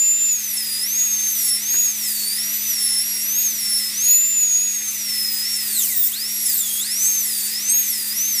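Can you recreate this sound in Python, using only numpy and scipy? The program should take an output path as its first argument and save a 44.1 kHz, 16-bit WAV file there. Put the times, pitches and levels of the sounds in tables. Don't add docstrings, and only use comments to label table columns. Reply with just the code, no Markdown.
import sys
import numpy as np
from scipy import signal
from scipy.fft import rfft, irfft
from scipy.io import wavfile
from scipy.ndimage import uniform_filter1d

SR = 44100
rng = np.random.default_rng(int(sys.argv[2]) if len(sys.argv) > 2 else 0)


def transcribe(u):
    v = np.clip(np.atleast_2d(u).T, -1, 1)
    q = np.round(v * 32767).astype(np.int16)
    wavfile.write(sys.argv[1], SR, q)


N = 370440


def from_db(db):
    return 10 ** (np.asarray(db) / 20)


def rms_one(x):
    return x / np.sqrt(np.mean(x ** 2) + 1e-20)


def in_time(rows):
    s, *columns = np.transpose(rows)
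    return [np.interp(np.arange(N) / SR, s, c) for c in columns]


def at_speed(rows, speed_hz):
    hz, *columns = np.transpose(rows)
    return [np.interp(speed_hz, hz, c) for c in columns]


def drift(rate_hz):
    pole = np.exp(-20 * np.pi * rate_hz / SR)
    noise = rng.standard_normal(N // 10 + 4002)
    slow = signal.lfilter([1], [1, -2 * pole, pole * pole], noise)[4000:]
    return np.interp(np.arange(N) / 10, np.arange(len(slow)), rms_one(slow - slow.mean()))


def coloured(spectrum, patchy_db):
    hz = np.maximum(np.arange(N // 2 + 1) * SR / N, 1)
    point_hz, point_db = np.array(spectrum, float).T
    shape_db = np.interp(np.log(hz), np.log(point_hz), point_db, -90, -90)
    noise = rfft(rng.standard_normal(N)) * from_db(shape_db)
    band = np.floor(2 * np.log2(hz))
    together = drift(6)
    out = np.zeros(N)
    for k in np.unique(band[(hz > point_hz[0]) & (hz < point_hz[-1])]):
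        flicker_db = patchy_db * (0.15 * together + drift(13.7))
        out += irfft(noise * (band == k), N) * from_db(flicker_db)
    return rms_one(out)


def tone(turns, level_db, flutter_db, jitter_rad):
    phase = 2 * np.pi * (turns + rng.random()) + jitter_rad * drift(230)
    return np.sqrt(2) * from_db(level_db + flutter_db * drift(73)) * np.sin(phase)


def cavity(x, hz, width_hz):
    r, w = np.exp(-np.pi * width_hz / SR), 2 * np.pi * hz / SR
    return signal.lfilter([(1 - r * r) / 2, 0, (r * r - 1) / 2], [1, -2 * r * np.cos(w), r * r], x)


# (frequency [Hz], relative density [dB])
VENTILATION = [(16, -19), (40, -4), (300, -0.5), (450, -3), (600, -9.5), (900, -6.5), (1400, -3),
               (2000, -2.5)]
VENTILATION_DB = -49


def ventilation():
    return from_db(VENTILATION_DB) * coloured(VENTILATION, patchy_db=2.5)


# (frequency [Hz], level [dB], waver [dB])
MACHINE_HUMS = [(59.3, -68, 2.0), (118.5, -65, 2.0), (213, -47.5, .7), (904, -66, 1.5)]


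def machine_hums():
    t, out = np.arange(N) / SR, np.zeros(N)
    for hz, level_db, waver_db in MACHINE_HUMS:
        wavering_db = level_db + waver_db * drift(5.7)
        phase = 2 * np.pi * hz * t + 0.31 * drift(8.7)
        out += np.sqrt(2) * from_db(wavering_db) * np.sin(phase)
    return out


# (time [s], strength [dB])
KNOCK_HITS = [(1.743, -23), (1.751, -31), (1.762, -31)]
# (frequency [Hz], relative level [dB], 60 dB decay [s])
OBJECT_MODES = [(351, -7, 0.083), (1210, -13, 0.11), (1600, -3, 0.077), (1850, 9, 0.011)]
MODES_TRIM_DB, KNOCK_TAIL_S = -6.5, .3


def knock():
    t, out = np.arange(N) / SR, np.zeros(N)
    for s, strength_db in KNOCK_HITS:
        after_s = np.maximum(t - s, 0)[:round((s + KNOCK_TAIL_S) * SR)]
        for hz, mode_db, t60_s in OBJECT_MODES:
            ring_db = strength_db + mode_db + MODES_TRIM_DB - 60 * after_s / t60_s
            out[:len(after_s)] += from_db(ring_db) * np.sin(2 * np.pi * hz * after_s)
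    return out


# (frequency [Hz], relative density [dB])
AIR_SPECTRUM = [(600, -36), (1200, -22), (1700, -16.5), (2400, -8), (3200, -12), (4200, -6), (5000, -2),
                (6200, -6), (8000, -5.5), (11000, -4), (15600, -7)]
# (frequency [Hz], width [Hz], cage boost [dB], air ring [dB]); also read by cage()
HANDPIECE_CAVITIES = [(1985, 120, 9, -44), (2643, 260, 10, -45.5), (3670, 340, -10, -40)]
AIR_DB, AIR_REF_HZ, AIR_DB_PER_OCTAVE = -28.5, 6000, 2.1


def air(speed_hz):
    out = from_db(AIR_DB) * coloured(AIR_SPECTRUM, patchy_db=1.23)
    for hz, width_hz, _, ring_db in HANDPIECE_CAVITIES:
        wavering_db = ring_db + 1.2 * drift(3)
        out += from_db(wavering_db) * rms_one(cavity(rng.standard_normal(N), hz, width_hz))
    return out * from_db(AIR_DB_PER_OCTAVE * np.log2(speed_hz / AIR_REF_HZ))


# (rotor speed [Hz], level [dB])
CAGE_TONE = [(2200, -72), (3000, -60), (4000, -57), (5200, -53), (6300, -55), (7100, -50)]
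CAGE_RATIO = .376
CAGE_RUSH_DB = 3


def cage(speed_hz, turns):
    cage_db, = at_speed(CAGE_TONE, speed_hz)
    rush = uniform_filter1d(np.abs(np.gradient(speed_hz)) * SR / 10000, size=2000)
    rattle = tone(CAGE_RATIO * turns, cage_db + CAGE_RUSH_DB * rush, flutter_db=2.5, jitter_rad=.7)
    out = rattle.copy()
    for hz, width_hz, boost_db, _ in HANDPIECE_CAVITIES:
        out += from_db(boost_db) * cavity(rattle, hz, width_hz)
    return out


# (time [s], rasp gain [dB], overtone gain [dB])
GRIND_SWELLS = [(.66, -0.5, -4), (1.42, 5, 0), (2.1, 2.5, 1), (5.27, -0.5, 10), (5.7, 0, 3), (5.84, 3, 1.5),
                (6.14, 0, 4), (6.51, 5.5, 9), (6.84, 0, 2), (7.06, 9, -2), (7.36, 3.5, 3), (7.53, -0.5, 4),
                (7.91, 2.5, -2)]
SWELL_SIGMA_S = 0.079


def grind_swells():
    t = np.arange(N) / SR
    return sum(np.outer(gains_db, np.exp(-.5 * ((t - s) / SWELL_SIGMA_S) ** 2))
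               for s, *gains_db in GRIND_SWELLS)


# (frequency [Hz], relative density [dB])
RASP_SPECTRUM = [(4000, -11.5), (6000, -2.5), (8000, 6), (9300, 1.5), (10200, -30)]
# (frequency [Hz], relative density [dB])
SIZZLE_SPECTRUM = [(9000, -49), (10500, -20), (12500, -18.5), (14000, -20), (15600, -21)]
RASP_IDLE_DB, RASP_FULL_DB = -37.5, -27
SIZZLE_OVER_RASP_DB, SIZZLE_LOAD_DB = 1, .5


def cut(load, rasp_gain_db):
    rasp_db = RASP_IDLE_DB + (RASP_FULL_DB - RASP_IDLE_DB) * load + rasp_gain_db
    sizzle_db = rasp_db + SIZZLE_OVER_RASP_DB + SIZZLE_LOAD_DB * load
    rasp = from_db(rasp_db) * coloured(RASP_SPECTRUM, patchy_db=2.0)
    return rasp + from_db(sizzle_db) * coloured(SIZZLE_SPECTRUM, patchy_db=2.0)


# (start [s], end [s], whirl at start [per turn], whirl at end [per turn],
#              upper squeal [dB], other tones [dB])
BUR_WHIRLS = [(4.03, 4.192, .36, .4, -33, -29), (4.34, 4.45, .385, .375, -37, -45),
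              (7.04, 7.088, .268, .268, -18.5, -30.5), (7.684, 7.741, .28, .28, -16.5, -32)]
WHIRL_FADE_S = 0.011


def whirls(speed_hz, turns):
    t, out = np.arange(N) / SR, np.zeros(N)
    for start_s, end_s, first, last, squeal_db, others_db in BUR_WHIRLS:
        gate = np.clip(np.minimum(t - start_s, end_s - t) / WHIRL_FADE_S, 0, 1)
        whirl = np.cumsum(np.interp(t, [start_s, end_s], [first, last]) * speed_hz) / SR
        out += gate * tone(turns + whirl, squeal_db, 1.1, 0.17)
        for side, side_db in [(turns - whirl, -8), (2 * turns - whirl, 0), (2 * turns + whirl, -2)]:
            out += gate * tone(side, others_db + side_db, 1.4, .2)
    return out


# (time [s], speed [Hz])
ROTOR_SPEED = [(0, 7093), (.26, 7150), (.35, 6720), (.49, 5960), (.65, 4990), (.72, 4870), (.81, 5035),
               (.9, 6070), (1.015, 6680), (1.17, 6345), (1.29, 6320), (1.45, 5560), (1.55, 5380),
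               (1.69, 6460), (1.81, 6740), (1.96, 6080), (2.14, 4690), (2.22, 4447), (2.36, 4883),
               (2.4, 5400), (2.45, 5680), (2.66, 6080), (2.8, 5420), (2.85, 5460), (2.89, 5350),
               (2.93, 5420), (2.98, 5320), (3.06, 5705), (3.19, 5565), (3.29, 5960), (3.41, 6660),
               (3.55, 5900), (3.68, 5403), (3.77, 5410), (3.87, 5170), (3.95, 5800), (4.06, 6680),
               (4.3, 7150), (4.52, 6674), (4.63, 6760), (4.78, 6522), (4.93, 6170), (5.12, 5364),
               (5.28, 5100), (5.4, 4985), (5.5, 5520), (5.62, 5136), (5.76, 4213), (5.84, 3100),
               (5.915, 2070), (5.96, 1882), (6.015, 1850), (6.045, 1767), (6.08, 1903), (6.125, 3100),
               (6.17, 4254), (6.22, 4990), (6.31, 5620), (6.43, 5635), (6.5, 5010), (6.605, 3660),
               (6.65, 3474), (6.7, 3243), (6.79, 3330), (6.88, 4800), (6.95, 5590), (7.11, 6420),
               (7.18, 6250), (7.35, 4820), (7.44, 4570), (7.55, 5055), (7.66, 6140), (7.79, 6590),
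               (7.85, 6350), (7.965, 5160), (8.07, 4740), (8.125, 5010), (8.16, 5540), (8.23, 6120),
               (8.29, 6330), (8.4, 5270)]


def spin():
    s, v = np.transpose(ROTOR_SPEED)
    slope = np.diff(v) / np.diff(s)
    before, after = slope[:-1], slope[1:]
    both = before * after
    inner = np.where(both > 0, 2 * both / (before + after + 1e-9), 0)
    knee = np.r_[slope[0], inner, slope[-1]]
    t = np.clip(np.arange(N) / SR, s[0], s[-1])
    k = np.clip(np.searchsorted(s, t) - 1, 0, len(s) - 2)
    step = s[k + 1] - s[k]
    u = (t - s[k]) / step
    bow = (1 - u) * (knee[k] - slope[k]) - u * (knee[k + 1] - slope[k])
    return v[k] + step * u * (slope[k] + (1 - u) * bow)


FREE_HZ, SPIN_UP_S = 7294, 0.0618
DRAG_SCALE_HZ = 2476


def press(speed_hz):
    slowing = uniform_filter1d(-np.gradient(speed_hz) * SR, size=2000, mode="nearest")
    drag_hz = np.maximum(FREE_HZ - speed_hz + SPIN_UP_S * slowing, 0)
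    return np.tanh(drag_hz / DRAG_SCALE_HZ)


# (time [s], judder strength [about rad of phase jitter])
BUR_JUDDERS = [(.42, 1.3), (.55, 1.5), (2.37, 1.3), (3.43, 1.1), (3.92, 1.2), (4.93, 1.2), (5.82, 1.2),
               (7.5, 1.1), (8.15, 1.6)]
JUDDER_SIGMA_S = .014


def judders():
    t = np.arange(N) / SR
    return sum(strength * np.exp(-.5 * ((t - s) / JUDDER_SIGMA_S) ** 2) for s, strength in BUR_JUDDERS)


# (rotor speed [Hz], first order [dB], second order [dB])
UNBALANCE = [(1800, -48, -36), (2020, -37.5, -42), (2637, -50, -51), (3100, -33.5, -28.5), (3470, -24, -31),
             (3838, -29.5, -24.5), (4531, -26.5, -31.5), (5400, -23.5, -26), (5550, -27.5, -26),
             (6250, -22, -28.5), (6840, -17, -21.5), (7150, -21, -29)]
# (time [s], first order gain [dB], second order gain [dB])
WHINE_SWELLS = [(0, 10, 3.5), (.22, 7, -8), (.5, -2.5, 1), (.82, 0, 3), (.87, -1.5, 0), (1.0, 1, 1.5),
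                (1.201, 0, -7), (1.56, 1.5, 7), (1.61, -2, -1), (1.8, 4, 0), (1.95, -2.5, -3),
                (2.4, 1.5, 4.5), (2.57, -6, 0), (2.66, -2, -5), (2.9, 1, 5), (3.25, -0.5, -1.5),
                (3.41, 3.5, 2.5), (3.6, -1.5, 0), (3.77, 5, 5.5), (3.93, -4.5, -9.5), (4.15, 9.5, 6.5),
                (4.6, 2, -12), (4.88, -5, -11), (5.2, 1, -3), (5.38, -3, -9), (5.54, 2, -7), (5.66, -9, -3),
                (5.8, 1.5, 2.5), (6.2, -0.5, -4.5), (6.42, 0, 1), (6.6, -7.5, 5.5), (6.78, -6, -1.5),
                (6.85, 1.5, -0.5), (7.1, 3.5, -3.5), (7.3, -6.5, 6), (7.6, -1.5, -8), (7.76, 1, 3),
                (8.05, -7.5, -6), (8.21, 3, 1.5), (8.4, -1, 0)]
# (order [per turn], relative level [dB])
CUT_OVERTONES = [(3, 0), (4, -2), (5, 3.5), (6, 7), (7, 5.5)]
BLADES, BLADE_DB = 8.14, -13.5
WAVER_DB, WAVER_HZ = (1.5, 2.5), 7
BITE_IDLE_DB, BITE_FULL_DB = -54, -28.5
STALL_HZ, STALL_LOSS_DB = 3000, 13


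def rotor(speed_hz, turns, load, bite_gain_db):
    order_db = [own + swell + waver * drift(WAVER_HZ) for own, swell, waver
                in zip(at_speed(UNBALANCE, speed_hz), in_time(WHINE_SWELLS), WAVER_DB)]
    first_db, second_db = order_db
    judder = judders()
    out = tone(turns, first_db - 5 * judder, .6 + 1.8 * load, .06 + .2 * load + .9 * judder)
    out += tone(2 * turns, second_db, 1.5 + 1.5 * load, .12 + .3 * load + judder)

    stall = np.clip(2 - 2 * speed_hz / STALL_HZ, 0, 1)
    bite_db = BITE_IDLE_DB + (BITE_FULL_DB - BITE_IDLE_DB) * load - STALL_LOSS_DB * stall + bite_gain_db
    parts = [(order, bite_db + rel_db, 3.5) for order, rel_db in CUT_OVERTONES]
    parts.append((BLADES, BLADE_DB, 1.5))
    for order, level_db, flutter_db in parts:
        audible = np.clip((19000 - order * speed_hz) / 1000, 0, 1)
        out += audible * tone(order * turns, level_db, flutter_db, .25 + .45 * load + judder)
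    return out


def scene():
    speed_hz = spin()
    load = press(speed_hz)
    rasp_gain_db, bite_gain_db = grind_swells()
    speed_hz = speed_hz * (1 + .0045 * load * drift(14))
    turns = np.cumsum(speed_hz) / SR
    mono = cut(load, rasp_gain_db)
    mono += rotor(speed_hz, turns, load, bite_gain_db)
    mono += cage(speed_hz, turns) + whirls(speed_hz, turns) + air(speed_hz)
    mono += ventilation() + machine_hums() + knock()
    return np.array([mono, mono])


GAIN_S, THRESHOLD_DB, GAIN_SLOPE = .3, -22, -.4
CUTOFF_HZ = 15280


def record(dry):
    r = np.exp(-1 / (GAIN_S * SR))
    start_power = np.mean(dry[0, :SR // 5] ** 2)
    power = signal.lfilter([1 - r], [1, -r], dry[0] ** 2, zi=[start_power])[0]
    gain_db = GAIN_SLOPE * np.maximum(10 * np.log10(power + 1e-12) - THRESHOLD_DB, 0)
    low_pass = signal.ellip(10, .5, 60, CUTOFF_HZ, fs=SR, output="sos")
    return signal.sosfilt(low_pass, dry * from_db(gain_db))


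dry = scene()
out = record(dry)
transcribe(out)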